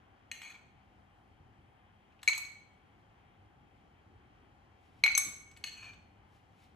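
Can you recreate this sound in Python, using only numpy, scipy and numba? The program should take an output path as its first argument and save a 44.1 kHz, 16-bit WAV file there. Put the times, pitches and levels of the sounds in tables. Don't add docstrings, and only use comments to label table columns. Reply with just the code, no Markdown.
import sys
import numpy as np
from scipy import signal
from scipy.fft import rfft, irfft, next_fast_len
from scipy.io import wavfile
from scipy.ndimage import uniform_filter1d
from numba import njit

SR = 44100
rng = np.random.default_rng(int(sys.argv[2]) if len(sys.argv) > 2 else 0)


def field_ratio(decibels):
    return 10 ** (np.asarray(decibels, dtype=float) / 20)


def pcm_store(signal):
    levels = np.round(np.clip(np.atleast_2d(signal), -1, 1) * 32767)
    wavfile.write(sys.argv[1], SR, levels.astype(np.int16).T)


N = 297945

# (frequency [Hz], level [dB], t60 [s])
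BOWL_MODES = [
    [(1870, -8, 0.043), (2210, 2.5, 0.022), (2440, 4, 0.019), (2900, -11, 0.085), (3230, 2.5, 0.011),
     (4117, 3.5, 0.055), (4310, 4, 0.033), (6250, -3.5, 0.037), (6530, -9, 0.037), (6605, 4.5, 0.012)],
    [(1926, -20.5, 0.073), (2234, -7, 0.11), (2306, 0, 0.028), (2370, -18.5, 0.018), (2430, -7, 0.028),
     (4110, -0.5, 0.04), (4260, 0, 0.039), (5970, -15, 0.044), (6360, -7.5, 0.091), (6680, -0.5, 0.044)],
    [(2260, -22.5, 0.079), (2223, -6.5, 0.19), (2238, -13, .42), (2353, -5.5, 0.044), (2480, -10, 0.039),
     (4116, -1.5, 0.047), (4330, -4.5, 0.032), (5934, -13, 0.043), (6335, -8.5, 0.011), (6280, -1.5, 0.041)],
    [(1810, -14.5, 0.042), (2215, -5, 0.041), (2560, -9.5, 0.049), (2936, 0.5, 0.017), (3210, -3, 0.0086),
     (4290, -2, 0.07), (4360, 3, 0.031), (6030, -6.5, 0.031), (6360, -7, 0.074), (6670, -0.5, 0.024)],
]


def read(table, hz):
    f, v = np.transpose(table)
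    return np.interp(np.log(np.maximum(hz, 1)), np.log(f), v)


def colour(x, gain):
    n = x.shape[-1]
    size = next_fast_len(n)
    f = np.arange(size // 2 + 1) * SR / size
    return irfft(rfft(x, size) * gain(f), size)[..., :n]


def unit(x):
    return x / np.sqrt(np.mean(x ** 2))


def walk(rate):
    k = int(SR / rate)
    held = np.repeat(rng.standard_normal(N // k + 1), k)
    return 1.3 * uniform_filter1d(uniform_filter1d(held, k), k)[:N]


def add(out, at, x):
    i = int(at * SR)
    out[i:i + len(x)] += x[:len(out) - i]


@njit
def hollow(x, hz, width):
    y, b, l = np.empty(len(x)), 0., 0.
    for i in range(len(x)):
        g, k = np.tan(np.pi * hz[i] / SR), width / hz[i]
        v = (b + g * (x[i] - l)) / (1 + g * (g + k))
        b, l, y[i] = 2 * v - b, l + 2 * g * v, k * v
    return y


def air():
    # (frequency [Hz], density [dB per Hz])
    tone = [(12, -41.5), (20, -20), (41, -5), (86, 0), (172, -8.5), (277, -8.5), (527, -17), (780, -16.5),
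            (949, -15), (1030, -15.5), (2530, -23.5), (3250, -26.5), (3530, -34), (11100, -48.5),
            (16000, -60.5)]
    # (frequency [Hz], width [Hz], level [dB])
    fridge = [
        (100.97, 15, -77),
        (200.3, 30, -81),
        (786, 170, -72.5),
        (3140, 280, -88),
        (11000, 2500, -99),
    ]
    # (time [s], level [dB])
    street = [(0.0, -69.5), (1.3, -68.5), (1.49, -63.5), (1.8, -70), (2.29, -69), (3.91, -67),
              (4.21, -64.5), (4.85, -67), (5.02, -63.5), (5.96, -63.5), (6.3, -69.5), (6.75, -66)]
    # (frequency [Hz], likeness [0-1])
    likeness = [(60, 0.99), (130, 0.87), (290, 0.57), (640, 0.92), (1410, -1.4), (3100, 1), (6820, -0.047),
                (15000, 0.13)]
    # (frequency [Hz], left over right [dB])
    pan = [(60, 2.5), (110, 1), (200, 0.5), (380, 2.5), (700, 4), (1290, 1), (2380, 4.5), (4400, 5),
           (8120, -1), (15000, 3)]
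    air_db, left_lag_s = -64, 0.00026
    rumble_share, drone_share = 0.77, 0.65

    size = next_fast_len(N)
    s, street_db = np.transpose(street)
    traffic_db = np.interp(np.arange(N) / SR, s, street_db - street_db.mean())
    pair = 0
    for lo in 15 * 2. ** np.arange(11):
        band = lambda f: field_ratio(read(tone, f)) * (f >= lo) * (f < 2 * lo)
        swell_db = traffic_db * (rumble_share * (lo < 100) + drone_share * (100 < lo < 400))
        wander_db = .3 * walk(1.2) + .8 * walk(13)
        noise = colour(rng.standard_normal((2, size)), band)[:, :N]
        pair = pair + field_ratio(swell_db + wander_db) * noise
    pair = pair * field_ratio(air_db + 0.5) / np.std(pair)
    for hz, width, db in fridge:
        hump = lambda f: 1 / (1 + (2 * (f - hz) / width) ** 4)
        pair = pair + field_ratio(db) * unit(colour(rng.standard_normal((2, size)), hump))[:, :N]

    like = lambda f: np.clip(read(likeness, f), 0, 1)
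    left_gain = lambda f: field_ratio(read(pan, f) / 2)
    right_gain = lambda f: field_ratio(-read(pan, f) / 2)
    left = colour(pair[0], lambda f: left_gain(f) * np.exp(-2j * np.pi * f * left_lag_s))
    shared = colour(pair[0], lambda f: like(f) * right_gain(f))
    own = colour(pair[1], lambda f: np.sqrt(1 - like(f) ** 2) * right_gain(f))
    return np.array([left, shared + own])


def walls():
    # (frequency [Hz], t60 [s], level [dB])
    decay = np.array([(500, 0.63, 0.5), (1200, .7, -2), (2193, 0.56, -3.5), (4200, 0.54, -0.5),
                      (6300, 0.5, -4), (12000, 0.32, -2)])
    wall_db, like = -6, 0.21
    t = np.arange(SR) / SR
    common, left, right = rng.standard_normal((3, SR))
    noise = np.sqrt(like) * common + np.sqrt(1 - like) * np.array([left, right])
    echo = 0
    for lo in 100 * 2. ** np.arange(0, 8, .5):
        band = colour(noise, lambda f: (f >= lo) * (f < lo * np.sqrt(2)))
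        t60, db = read(decay[:, [0, 1]], lo), read(decay[:, [0, 2]], lo)
        echo = echo + field_ratio(db) * band * np.exp(-np.log(1000) * t / t60)
    echo = echo * np.clip((t - .004) / 0.0046, 0, 1)
    return field_ratio(wall_db) * echo / np.sqrt(np.sum(echo ** 2) / 2)


def thumps():
    # (time [s], level [dB], frequency [Hz], length [s])
    bumps = [
        (1.391, -46.5, 72.5, 0.031),
        (1.562, -54, 105, 0.065),
        (5.227, -43.5, 167, 0.088),
        (5.211, -56, 303, 0.17),
        (5.874, -50, 90.5, 0.093),
        (5.96, -51, 90, 0.06),
    ]
    out = np.zeros(N)
    for s, db, hz, length in bumps:
        n = int(length * SR)
        bump = colour(rng.standard_normal(n), lambda f: 1 / (1 + ((f - hz) / (0.99 * hz)) ** 2))
        add(out, s, field_ratio(db - 10.5) * unit(bump) * np.hanning(n))
    return out


def sift():
    # (time [s], level [dB])
    falls = [
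        (4.862, -83),
        (5.0, -81),
        (6.362, -80.5),
        (6.638, -75),
    ]
    # (frequency [Hz], density [dB per Hz])
    tone = [(1180, -32), (2000, -7), (7310, -22), (8930, -17.5), (10800, -24.5), (13200, -29.5),
            (14500, -24.5), (16000, -37.5)]
    rise_db_s, fall_db_s = 136, 259
    t = np.arange(N) / SR
    flow = 0
    for s, db in falls:
        slope = np.where(t < s, rise_db_s, -fall_db_s)
        flow = flow + field_ratio(db + slope * (t - s))
    grains = rng.standard_normal(N) * field_ratio(2.7 * rng.exponential(size=N))
    hiss = colour(grains, lambda f: field_ratio(read(tone, f)) * (f > 2000))
    return unit(hiss) * flow * field_ratio(5.0)


def ring(bowl, family_db):
    # (frequency [Hz], level [dB], t60 [s])
    spoon = [(5600, -15.5, 0.03), (7730, -1.5, 0.056), (8620, -7, 0.07), (10070, -11, 0.055),
             (10360, -5, 0.02), (10800, -17.5, 0.035), (11100, -21.5, 0.034), (11725, -12, 0.022),
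             (12900, -16.5, 0.047), (11800, -19, 0.082), (14060, -17.5, .05), (14210, -12, .05)]
    hz, db, t60 = np.transpose(bowl + spoon)
    family = np.r_[np.searchsorted((3600, 5600), hz[:len(bowl)]), np.full(len(spoon), 3)]
    chance = rng.standard_normal((3, len(hz)))
    gain = field_ratio(db + np.asarray(family_db)[family] + 1.5 * chance[0])
    t = np.arange(SR // 3)[:, None] / SR
    hz = hz * (1 + .001 * chance[2])
    swing = np.exp(-np.log(1000) * t / t60) * np.sin(2 * np.pi * hz * t + 0.63 * chance[1])
    return (swing @ gain) * (1 - np.exp(-t[:, 0] / .0007))


def drags():
    # (time [s], length [s], pressure [dB], air gap against pressure [dB], gap pitch [Hz])
    strokes = [
        [(0.335, 0.078, -53, -8, 2920), (0.418, 0.073, -50, -1, 2290), (0.487, 0.041, -52.5, 4.5, 2440),
         (0.535, 0.027, -59, 10.5, 2290)],
        [(5.655, 0.042, -43.5, -16, 2900), (5.705, .06, -55, -6, 2320), (5.76, 0.056, -55, 1, 2510),
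         (5.815, .095, -58.5, 11.5, 2480), (5.915, 0.033, -66.5, 2.5, 2350)],
    ]
    grip_s, lift_s, fade_db = .016, 0.0038, -7.5
    sag_hz_per_s = -1200
    bright_db, grit_db, grit_width_hz = -7.5, -8, 2400.
    out, t = np.zeros(N), np.arange(SR // 5) / SR
    for bowl, rows in zip((BOWL_MODES[0], BOWL_MODES[-1]), strokes):
        low_ring = ring(bowl, [1.5, -5.5, -99, -99])
        high_ring = ring(bowl, [-99, -99, -3.5, -9])
        for s, length, db, gap_db, gap_hz in rows:
            bite = np.clip(t / grip_s, 0, 1)
            lift = np.clip(1 + (length - t) / lift_s, 0, 1)
            stroke = field_ratio(db + fade_db * t / length) * bite * lift
            slips = unit((rng.random(len(t)) < 5000 / SR) * rng.standard_normal(len(t)))
            low = unit(signal.fftconvolve(slips, low_ring)[:len(t)])
            high = unit(signal.fftconvolve(slips, high_ring)[:len(t)])
            hz = gap_hz + sag_hz_per_s * t
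            gap = unit(hollow(hollow(slips, hz, 200.), hz, 200.))
            grit = unit(hollow(hollow(slips, 0.61 * hz, grit_width_hz), 0.61 * hz, grit_width_hz))
            hiss = field_ratio(gap_db - 1) * (gap + field_ratio(grit_db) * grit)
            add(out, s, stroke * (low + field_ratio(bright_db) * high + hiss))
    return out


def contact_tone(ticks):
    # (frequency [Hz], density [dB per Hz])
    tone = [(450, -32), (800, -1), (1300, -1), (2500, 0.5), (5500, -9.5), (8000, -14), (12000, -14.5),
            (15000, -26.5), (16500, -61.5)]
    return colour(ticks, lambda f: field_ratio(read(tone, f)))


def clack(db):
    t = np.arange(1024) / SR
    return field_ratio(db + 8.0) * rng.standard_normal(len(t)) * np.exp(-t / 0.0038)


def touches():
    # (time [s], level [dB], frequency [Hz], width [Hz])
    brushes = [
        (0.417, -34.5, 2600, 2000),
        (2.122, -60.5, 2600, 3000),
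        (2.192, -44.5, 2840, 351),
        (2.331, -19.5, 2598, 701.5),
        (2.217, -54.5, 5000, 6000),
        (5.513, -49.5, 5100, 8000),
        (5.565, -46, 4000, 6000),
        (5.934, -48, 3000, 4000),
    ]
    out, t = np.zeros(N), np.arange(1024) / SR
    for s, db, hz, width in brushes:
        brush = hollow(rng.standard_normal(len(t)), np.full(len(t), 1. * hz), 1. * width)
        add(out, s, field_ratio(db) * brush * np.exp(-t / 0.007))
    return contact_tone(out)


def more_clacks():
    # (time [s], level [dB])
    extra_clacks = [
        (2.23, -42.5),
        (2.293, -35.5),
        (2.358, -47),
        (2.377, -40),
        (5.037, -25.5),
        (5.061, -27.5),
        (5.176, -28),
        (5.639, -39),
    ]
    out = np.zeros(N)
    for s, db in extra_clacks:
        add(out, s + .0012, clack(db))
    return contact_tone(out)


def knocks():
    # (time [s], blow [dB], then against the blow: second ring [dB], third ring [dB], spoon ring [dB])
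    scoops = [
        [(0.314, -34.5, -10.5, -6, -9), (0.417, -45, -30, -30, -9.5)],
        [(2.229, -54.5, 0, -2, 5), (2.276, -14.5, -17, -10, -24), (2.284, -21, -4, -11, -10),
         (2.293, -37.5, -11.5, -3.5, -14), (2.306, -38.5, -8, -11, -15.5), (2.33, -36.5, -2, -11, -17),
         (2.35, -39.5, -10.5, -14, -5), (2.358, -42, -4.5, -5, -14), (2.377, -39, -5, -2.5, 4),
         (2.449, -50, 1, -1, -5)],
        [(5.037, -14.5, -6, -14, -24), (5.061, -20.5, -26, -20, -30), (5.077, -20, -27, -20, -37.5),
         (5.115, -34.5, -1, -10, -15), (5.15, -23.5, -3.5, 5, -13), (5.176, -40.5, -2.5, 20, 23),
         (5.512, -62, -10, 1, -1)],
        [(5.571, -50, -15, -14, -5.5), (5.639, -30, -6.5, -9.5, -14.5)],
    ]
    clack_db, mute_db = -27, -6
    clacks, rings = np.zeros(N), np.zeros(N)
    for bowl, rows in zip(BOWL_MODES, scoops):
        next_rows = rows[1:] + [(N,)]
        for (s, blow_db, *upper_db), (after, *_) in zip(rows, next_rows):
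            add(clacks, s + 0.0016, clack(blow_db + clack_db))
            swing = ring(bowl, blow_db + np.r_[0, upper_db])
            stilled = np.clip((np.arange(len(swing)) / SR - after + s) / .002, 0, 1)
            add(rings, s + 0.00064, field_ratio(1.5 + mute_db * stilled) * swing)
    return contact_tone(clacks) + rings


def two_ports(near):
    # (frequency [Hz], left over right [dB])
    level = [(60, 1.0), (110, 2.0), (200, 0.5), (380, 3), (700, 0.5), (1290, -1.5), (2380, 2.5),
             (4400, 5.5), (8120, 2), (15000, -0.5)]
    # (frequency [Hz], phase [rad])
    phase = [(0, 0), (690, -0.3), (2240, 1.0), (4310, 0.0), (5250, 1.0), (5940, -0.1), (6890, 0.3),
             (9560, -3.9), (10800, -5.9), (11500, -6.5), (12900, -9.3), (13800, -9.5), (15000, -12.6),
             (15900, -12.6)]
    port = lambda f: field_ratio(read(level, f) / 2) * np.exp(.5j * read(phase, f))
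    return np.array([colour(near, port), colour(near, lambda f: 1 / port(f))])


def scene():
    echo, room = walls(), air()
    bowl_cut_hz = 400
    bowl = drags() + sift() + touches() + more_clacks() + knocks()
    near = colour(bowl, lambda f: f ** 6 / (f ** 6 + bowl_cut_hz ** 6))
    reflected = signal.fftconvolve(near[None], echo, axes=1)[:, :N]
    return two_ports(near) + reflected + thumps() + room


def roll_off(x):
    return signal.sosfilt(signal.butter(12, 16390, fs=SR, output="sos"), x)


def record(dry):
    # (frequency [Hz], width [Hz], depth [dB])
    notches = [
        (8945, 290, -24),
        (13600, 450, -13.5),
        (16300, 900, -14),
    ]
    bass_cut_hz = 29
    dips = lambda f: field_ratio(sum(db * np.exp(-((f - hz) / width) ** 2) for hz, width, db in notches))
    heard = colour(dry, lambda f: dips(f) * f ** 4 / (f ** 4 + bass_cut_hz ** 4))
    return roll_off(heard)


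dry = scene()
out = record(dry)
pcm_store(out)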